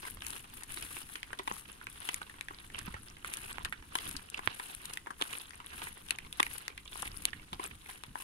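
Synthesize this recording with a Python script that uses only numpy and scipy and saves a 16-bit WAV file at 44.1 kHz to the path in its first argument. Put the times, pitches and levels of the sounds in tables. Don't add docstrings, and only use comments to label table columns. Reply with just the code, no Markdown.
import sys
import numpy as np
from scipy import signal
from scipy.fft import rfft, irfft, next_fast_len
from scipy.io import wavfile

SR = 44100
rng = np.random.default_rng(int(sys.argv[2]) if len(sys.argv) > 2 else 0)


def generate_wav(sig):
    pcm = np.round(np.clip(np.atleast_2d(sig).T, -1, 1) * 32767).astype(np.int16)
    wavfile.write(sys.argv[1], SR, pcm)


N = 362943
T = np.arange(N) / SR
TAPS = 2048
HZ = np.fft.rfftfreq(TAPS, 1 / SR)
PORT_LAG_S = .00035

# start_s, knock_db, clack_db, clack_hz, crush_s, pan_db (left over right)
FOOT_KNOCKS = [(.052, -49.5, -50, 1950, 0.0031, 4.5), (0.7728, -53, -49, 1740, .0016, -3),
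               (0.9679, -54, -50, 2620, 0.001, -6.5), (1.331, -42, -45.5, 1560, 0.0031, 6),
               (1.3942, -42, -46, 1890, 0.0052, 1), (1.476, -36.5, -39.5, 2510, 0.0036, 4),
               (1.5134, -37.5, -63, 1540, 0.00083, 3.5), (1.8133, -55, -53.5, 1450, 0.0032, -2),
               (2.0893, -40, -34.5, 2570, .0032, 5.5), (2.2161, -47.5, -45, 1520, .0035, -1),
               (2.5084, -46.5, -65, 1640, 0.0026, 1.5), (2.8778, -51, -55, 1540, 0.0053, -3),
               (2.9412, -46, -47.5, 1740, 0.0043, 1.5), (3.2466, -49, -42, 1550, .004, -2),
               (3.5835, -43.5, -46.5, 1740, .0003, -9.5), (3.6537, -58, -38.5, 1530, 0.0036, 5.5),
               (3.9539, -32.5, -36.5, 3130, .0025, 4), (4.3922, -43, -45, 1640, 0.003, 4.5),
               (4.475, -33, -31, 1730, 0.000087, -12), (4.598, -41.5, -50, 1640, .0014, 3.5),
               (5.07, -42.5, -50, 1670, 0.0058, 4.5), (5.1054, -43, -45, 1590, 0.0063, 5.5),
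               (5.2131, -37, -39, 3340, 0.004, 2.5), (5.2225, -34, -36.5, 3250, 0.0019, 1.5),
               (5.6021, -51, -52.5, 2440, 0.0047, 1), (5.8187, -47, -49, 2380, .001, 0),
               (5.8696, -55, -45.5, 1800, 0.0052, -1), (6.3988, -34.5, -33.5, 1750, 0.0027, 0),
               (6.4023, -27, -30.5, 2670, .0014, 4), (6.466, -48, -44.5, 2030, .002, -0.5),
               (6.957, -47.5, -66, 2500, .001, 0.5), (7.0282, -41, -51, 1690, 0.0029, -2.5),
               (7.5306, -41, -47, 3300, 0.0043, 2.5), (7.5962, -40, -49, 1800, 0.0033, 2),
               (7.891, -52, -51, 1710, .0067, 0.5), (8.0368, -49, -48, 3000, 0.00044, 8),
               (8.1556, -39, -51, 1850, 0.0028, 5.5)]
# start_s, clack_db, tick_db, clack_hz, crush_s, pan_db
STONE_SNAPS = [(.221, -44.5, -69, 2380, .001, 7.5), (0.2667, -52, -41, 3000, .001, 2.5),
               (0.3054, -58, -45, 3000, .0003, 2.5), (0.6347, -57, -47.5, 1940, .002, 5.5),
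               (.825, -48.5, -47, 2620, .003, 4), (1.1564, -42, -69, 2380, 0.00054, 6.5),
               (1.2308, -42, -67, 2290, 0.00055, 4.5), (1.3895, -44, -56, 3640, 0.0027, 0.5),
               (1.869, -42.5, -75, 1980, 0.0016, 3.5), (2.1432, -47.5, -36.5, 1810, 0.0011, 2),
               (2.297, -50.5, -64, 1820, .0016, 7), (2.4103, -40.5, -55, 2420, 0.00072, 8.5),
               (2.4846, -44, -70, 1900, .0013, 3.5), (2.7894, -55, -44, 3230, .002, 2.5),
               (3.338, -46, -39.5, 2780, .0008, -3), (3.371, -57, -45, 2800, .001, 0.5),
               (3.649, -37, -52, 2880, 0.00096, 8.5), (3.725, -38.5, -54, 1730, 0.0067, -2.5),
               (3.9866, -40.5, -67, 3120, .0013, 5), (4.112, -55, -47, 3000, .001, 1),
               (4.166, -39, -66, 4640, 0.0035, 7.5), (4.301, -59, -51, 3500, .0003, 9),
               (4.3441, -41, -65, 2580, 0.002, 0), (4.8556, -48.5, -46, 3940, .0014, 1),
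               (4.9359, -47, -46, 4700, .003, 4), (4.973, -41, -47, 2050, 0.0011, 3.5),
               (5.33, -51, -48, 2900, .003, 1.5), (5.5073, -50, -75, 2200, 0.00068, 8.5),
               (6.0861, -49, -68, 2970, 0.0011, 8.5), (6.1076, -30, -38.5, 2830, 0.0017, 7),
               (6.1864, -43, -53.5, 2070, .002, 3.5), (6.3272, -48.5, -47, 3340, 0.0011, -1),
               (6.4294, -31.5, -39, 2330, 0.0015, 3), (6.681, -38, -72, 2550, 0.00061, 5.5),
               (6.7775, -46, -81, 2130, 0.0026, 3.5), (6.877, -51, -68, 3500, .003, -1.5),
               (7.022, -49, -42, 3000, .003, 5), (7.2537, -31.5, -31, 3370, 0.00018, 1.5),
               (7.332, -43.5, -68, 1850, 0.004, -5), (7.64, -60, -44.5, 3000, 0.0024, 0)]


def amp(db):
    return 10 ** (np.asarray(db) / 20)


def unit_rms(x):
    return x / np.sqrt(np.mean(x ** 2) + 1e-20)


def gain_at(spectrum, hz):
    corner_hz, db = np.transpose(spectrum)
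    return amp(np.interp(np.log(hz + 1), np.log(corner_hz + 1), db))


def add(mix, start_s, sound):
    part = mix[..., max(round(start_s * SR), 0):][..., :sound.shape[-1]]
    part += sound[..., :part.shape[-1]]


def causal_ring(gain):
    log_gain = np.log(np.maximum(gain, gain.max() * 1e-5))
    mirrored = np.r_[log_gain, log_gain[-2:0:-1]]
    return np.fft.ifft(np.exp(np.conj(signal.hilbert(mirrored)))).real


def colour(x, spectrum):
    return signal.oaconvolve(x, causal_ring(gain_at(spectrum, HZ)))[:len(x)]


def noise(spectrum):
    size = next_fast_len(N)
    gain = gain_at(spectrum, np.fft.rfftfreq(size, 1 / SR))
    return unit_rms(irfft(rfft(rng.standard_normal(size)) * gain, size)[:N])


def wander(per_s):
    knots = np.arange(0, T[-1] + 1, 1 / per_s)
    return unit_rms(np.interp(T, knots, rng.standard_normal(len(knots))))


def swell(centre_s, half_s):
    return np.exp(-((T - centre_s) / half_s) ** 2)


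def hump(hz, octaves):
    power = 1 / (1 + (np.log2((HZ + 1) / hz) / octaves) ** 2) ** 3
    return power / power.mean()


def mode(db, hz, t60_s):
    t = np.arange(SR // 5) / SR
    return amp(db - 60 * t / t60_s) * np.sin(2 * np.pi * hz * t)


def cracks(per_s, spread_db):
    size = amp(spread_db * np.minimum(rng.exponential(1, N), 4))
    return size * rng.choice([-1., 1.], N) * (rng.random(N) < per_s / SR)


def ports(x, lag_s, pan_db=0):
    lag = round(lag_s * SR)
    pair = np.array([np.r_[np.zeros(max(late, 0)), x][:len(x)] for late in (-lag, lag)])
    return pair * unit_rms(amp([[pan_db], [0]]))


def roadside(x, wet_db, near_db=-11, near_t60_s=0.023, far_db=-19, far_t60_s=0.13):
    t = np.arange(SR // 4) / SR
    near, far = rng.standard_normal((2, 2, len(t))) * (rng.random((2, 2, len(t))) < 2500 / SR)
    near = near * amp(-60 * t / near_t60_s) * (t > .0006)
    far = far * amp(-60 * t / far_t60_s) * (t > .008)
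    far = signal.lfilter(*signal.butter(2, 4000, fs=SR), far)
    echo = sum(amp(db) * taps / np.linalg.norm(taps, axis=1, keepdims=True)
               for db, taps in ((near_db, near), (far_db, far)))
    out = amp(wet_db) * signal.fftconvolve(x, echo, axes=1)
    add(out, 0, x)
    return out


def strike(thud_db, knock_db, clack_db, tick_db, clack_hz, crush_s, pan_db, ring_share=1.0, tick_hz=6600):
    t = np.arange(TAPS) / SR
    crush_s = max(crush_s, 1e-4)
    fractures = rng.standard_normal(TAPS) * (rng.random(TAPS) < 5000 / SR)
    force = 0.53 * fractures * np.exp(-t / crush_s)
    force[0] = -1
    ringing = ring_share * crush_s / (crush_s + 0.002)
    clack = ringing * hump(clack_hz, .27) + (1 - ringing) * hump(clack_hz, 1.05)
    power = (amp(thud_db) ** 2 * hump(364, 0.85) + amp(knock_db) ** 2 * hump(1010, 0.61)
             + amp(clack_db) ** 2 * clack + amp(tick_db) ** 2 * hump(tick_hz, 0.94))
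    blow = signal.fftconvolve(force, causal_ring(np.sqrt(power)))
    energy = power.mean() * .01 * SR
    blow *= np.sqrt(energy / np.sum(blow ** 2))
    lag_s = .0003 + .00005 * pan_db
    level_db = 10 * np.log10(power.mean())
    return roadside(ports(blow, lag_s, pan_db), wet_db=-.55 * (level_db + 44))


def valley_air(level_db=-63):
    # frequency_hz, density_db
    air_spectrum = [(30, 11.5), (300, 3.5), (650, -11), (1200, -5.5), (3000, -14.5), (6000, -7),
                    (16000, -21.5)]
    shared = noise(air_spectrum)
    apart = np.array([noise(air_spectrum), noise(air_spectrum)])
    return amp(level_db) * unit_rms(shared + 0.71 * apart)


def breeze(calm_db=-61.5, lumpy_db=3.0, apart_db=-14):
    # frequency_hz, density_db
    wind_spectrum = [(2, -16), (14, 1.5), (35, -0.5), (70, -2.5), (130, -7.5), (300, -15), (600, -38),
                     (2000, -42)]
    # centre_s, half_length_s, level_db
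    gusts = [(0.252, 0.13, -52), (0.846, 0.1, -55), (1.527, 0.048, -55), (2.603, 0.097, -59.5),
             (2.915, 0.2, -54), (3.66, 0.11, -52.5), (4.14, 0.076, -49.5), (4.454, 0.06, -54),
             (5.856, 0.088, -56), (6.255, 0.03, -51.5), (6.486, 0.033, -52.5), (7.137, 0.22, -54),
             (7.534, 0.033, -51.5), (7.716, 0.043, -52), (8.1, .03, -49.5)]
    shared = noise(wind_spectrum)
    apart = np.array([noise(wind_spectrum), noise(wind_spectrum)])
    buffet = unit_rms((shared + amp(apart_db) * apart) * amp(lumpy_db * wander(per_s=25)))
    gust_power = sum(amp(db) ** 2 * swell(centre_s, half_s) for centre_s, half_s, db in gusts)
    return np.sqrt(amp(calm_db) ** 2 + gust_power) * buffet


def far_herd(clack_db=-58, knock_db=-61, spread_db=3, count=50):
    out = np.zeros((2, N))
    for k, (when, size, pitch, side) in enumerate(rng.uniform(-1.2, 1, (count, 4))):
        knock, clack = knock_db + spread_db * size, clack_db + spread_db * size
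        hoof = strike(knock - 6.5, knock, clack, clack - 19.5,
                      clack_hz=2000 * 1.5 ** pitch, crush_s=0.0017, pan_db=5 * side)
        add(out, (k + .5 + when / 2) * T[-1] / count, hoof)
    return out


def tread(start_s, length_s, press_s=0.054, load_db=3, lift_db_per_s=260):
    t = T - start_s
    press = np.clip(t / press_s + 1, 0, 1)
    weight_db = load_db * (np.clip(t / length_s, 0, 1) - .5)
    lift_db = lift_db_per_s * np.maximum(t - length_s, 0)
    return (press * amp(weight_db - lift_db)) ** 2


def grinding(shuffle_sand_db=-66.5, shuffle_gravel_db=-62, scatter_db=-15.5, scatter_db_per_s=220):
    # start_s, length_s, sand_db, gravel_db, push_after_s, push_db (against the crunch)
    steps = [(0.247, 0.1, -48, -50, 0.33, -5.5), (0.72, 0.12, -47, -51.5, 0.23, 0.5),
             (1.474, 0.13, -52.5, -54, 0.25, -5.5), (2.038, 0.11, -51, -48.5, 0.22, -12),
             (2.758, 0.033, -57, -49, 0.14, -7), (3.279, 0.092, -49, -50, 0.181, 0),
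             (3.964, 0.13, -47.5, -48.5, 0.22, -10.5), (4.553, 0.18, -50.5, -53, 0.32, -4.5),
             (5.228, 0.1, -47, -48, 0.17, -6.5), (5.756, 0.102, -49, -47, 0.21, -11),
             (6.407, 0.16, -52, -51.5, 0.165, -4.5), (6.938, 0.12, -50, -49.2, 0.27, -3),
             (7.628, 0.023, -48.5, -48.5, 0.28, -5), (8.202, 0.1, -47.6, -50, 0.2, -6.0)]
    # start_s, length_s, sand_db, gravel_db
    scuffs = [(0, 0.1, -49.5, -53), (0.364, 0.021, -49.5, -61), (1.065, 0.092, -52.5, -55.5),
              (1.91, 0.077, -56.5, -58.5), (3.12, .02, -76, -57), (3.572, 0.064, -66, -56.5),
              (4.352, .025, -62, -48.5), (4.445, 0.021, -55.5, -48.5), (6.078, 0.015, -55, -57)]
    power = amp([[shuffle_sand_db], [shuffle_gravel_db]]) ** 2 * amp(2 * wander(per_s=16)) ** 2
    for start_s, length_s, sand_db, gravel_db, push_after_s, push_db in steps:
        push_off = amp(push_db) ** 2 * swell(start_s + push_after_s, half_s=0.059)
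        power += amp([[sand_db], [gravel_db]]) ** 2 * (tread(start_s, length_s) + push_off)
    for start_s, length_s, sand_db, gravel_db in scuffs:
        power += amp([[sand_db], [gravel_db]]) ** 2 * tread(start_s, length_s)
    scatter = amp(scatter_db - scatter_db_per_s * T[:SR // 2]) ** 2
    blows = [(row[0], row[2]) for row in FOOT_KNOCKS] + [row[:2] for row in STONE_SNAPS]
    for start_s, clack_db in blows:
        add(power[1], start_s, amp(clack_db) ** 2 * scatter)
    return np.sqrt(power)


def sand(pressure, clump_db=4.0, ping_db=-6, ping_t60_s=0.0042):
    # frequency_hz, density_db
    grain_spectrum = [(300, -67), (1500, -3), (4000, -5.5), (7000, -3), (10000, 0.5), (16000, -1)]
    clumps = amp(clump_db * wander(per_s=180))
    crackle, pings = np.zeros((2, N)), np.zeros((2, N))
    for lag_s in np.linspace(-PORT_LAG_S, 2 * PORT_LAG_S, 3):
        crackle += ports(colour(cracks(per_s=1500, spread_db=4.0) * clumps, grain_spectrum), lag_s)
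    for hz in np.geomspace(3600, 13000, 12):
        ping = signal.oaconvolve(cracks(per_s=7, spread_db=6), mode(0, hz, ping_t60_s))[:N]
        pings += ports(ping, PORT_LAG_S * rng.uniform(-1, 4.05))
    ping_gain = amp(ping_db) * np.sqrt(pressure * pressure.mean())
    return pressure * unit_rms(crackle) + ping_gain * unit_rms(pings)


def gravel(pressure, gain_db=-1.0, clump_db=4.0, patch_db=3.0, ring_cycles=1.84):
    # frequency_hz, gain_db
    scrape_spectrum = [(100, -7.5), (300, -2.5), (650, -1), (1200, 3), (2000, -0.5), (3200, -1), (5000, -6),
                       (9000, -5.5), (16000, -39)]
    out, t = np.zeros((2, N)), np.arange(TAPS // 2) / SR
    clumps = amp(clump_db * wander(per_s=90))
    for hz in np.geomspace(300, 5500, 20):
        ring = np.exp(-t * hz / ring_cycles) * np.sin(2 * np.pi * hz * t)
        caught = amp(patch_db * wander(per_s=35))
        chips = signal.oaconvolve(cracks(per_s=300, spread_db=4) * clumps * caught, ring)[:N]
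        lag_s = PORT_LAG_S * rng.uniform(0.44, 2.2)
        out += ports(unit_rms(chips) * np.sqrt(hz), lag_s, pan_db=rng.normal(-0.65, 2.4))
    scrape = np.array([colour(side, scrape_spectrum) for side in out])
    return amp(gain_db) * pressure * unit_rms(scrape)


def heavy_treads(gain_db=-2):
    # start_s, level_db, pitch_hz, t60_s
    thumps = [(1.514, -42.5, 213, 0.077), (2.879, -30.5, 188, 0.042), (2.905, -39, 60, 0.09),
              (2.945, -36, 93, 0.065), (3.64, -40, 85, 0.11), (4.078, -44.5, 283, 0.097),
              (4.144, -44, 277, 0.14), (4.472, -31, 110, .05), (7.525, -37.5, 176, 0.06),
              (8.081, -42, 129, 0.061)]
    out = np.zeros((2, N))
    for start_s, *ring in thumps:
        add(out, start_s, ports(mode(*ring), PORT_LAG_S, pan_db=-2.2))
    return amp(gain_db) * out


def hollow_clop(start_s=1.397, gain_db=2):
    # level_db, pitch_hz, t60_s
    hoof_modes = [(-42, 385, .075), (-51, 1170, .025), (-50, 1330, .025)]
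    out = np.zeros((2, N))
    add(out, start_s, ports(sum(mode(*ring) for ring in hoof_modes), PORT_LAG_S))
    return amp(gain_db) * out


def stone_snaps(gain_db=0.5):
    out = np.zeros((2, N))
    for start_s, clack_db, tick_db, *contact in STONE_SNAPS:
        thud_db, knock_db = clack_db - 27.5, clack_db - 20.5
        tick_hz = 7700 * 2 ** (0.01 * (clack_db - tick_db))
        snap = strike(thud_db, knock_db, clack_db, tick_db, *contact, ring_share=0.81, tick_hz=tick_hz)
        add(out, start_s, snap)
    return amp(gain_db) * out


def foot_knocks(gain_db=0.5):
    out = np.zeros((2, N))
    for start_s, knock_db, clack_db, *contact in FOOT_KNOCKS:
        thud_db, tick_db = knock_db - 10.5, clack_db - 13
        add(out, start_s, strike(thud_db, knock_db, clack_db, tick_db, *contact))
    return amp(gain_db) * out


def scene():
    on_sand, on_gravel = grinding()
    near_feet = foot_knocks() + stone_snaps() + heavy_treads() + hollow_clop()
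    return near_feet + far_herd() + sand(on_sand) + gravel(on_gravel) + breeze() + valley_air()


def record(dry, hiss_db=-76, edge_hz=15800):
    # frequency_hz, gain_db
    left_port = [(100, 0), (600, 0), (1000, 4), (1350, 0), (3000, 0), (5200, -1), (7500, 1), (9000, 8),
                 (10300, 12), (12000, 2), (15500, -6)]
    # frequency_hz, gain_db
    right_port = [(100, 0), (500, 3), (750, -3), (1050, 2), (1300, 2), (1900, 6), (2800, 7), (3600, 5),
                  (4500, -1), (5500, -7), (10000, -16), (15500, -19)]
    heard = np.array([colour(dry[0], left_port), colour(dry[1], right_port)])
    heard += amp(hiss_db) * rng.standard_normal((2, N))
    band_limit = signal.firwin(511, edge_hz, window=("kaiser", 9), fs=SR)
    return signal.oaconvolve(heard, band_limit[None], "same")


dry = scene()
out = record(dry)
generate_wav(out)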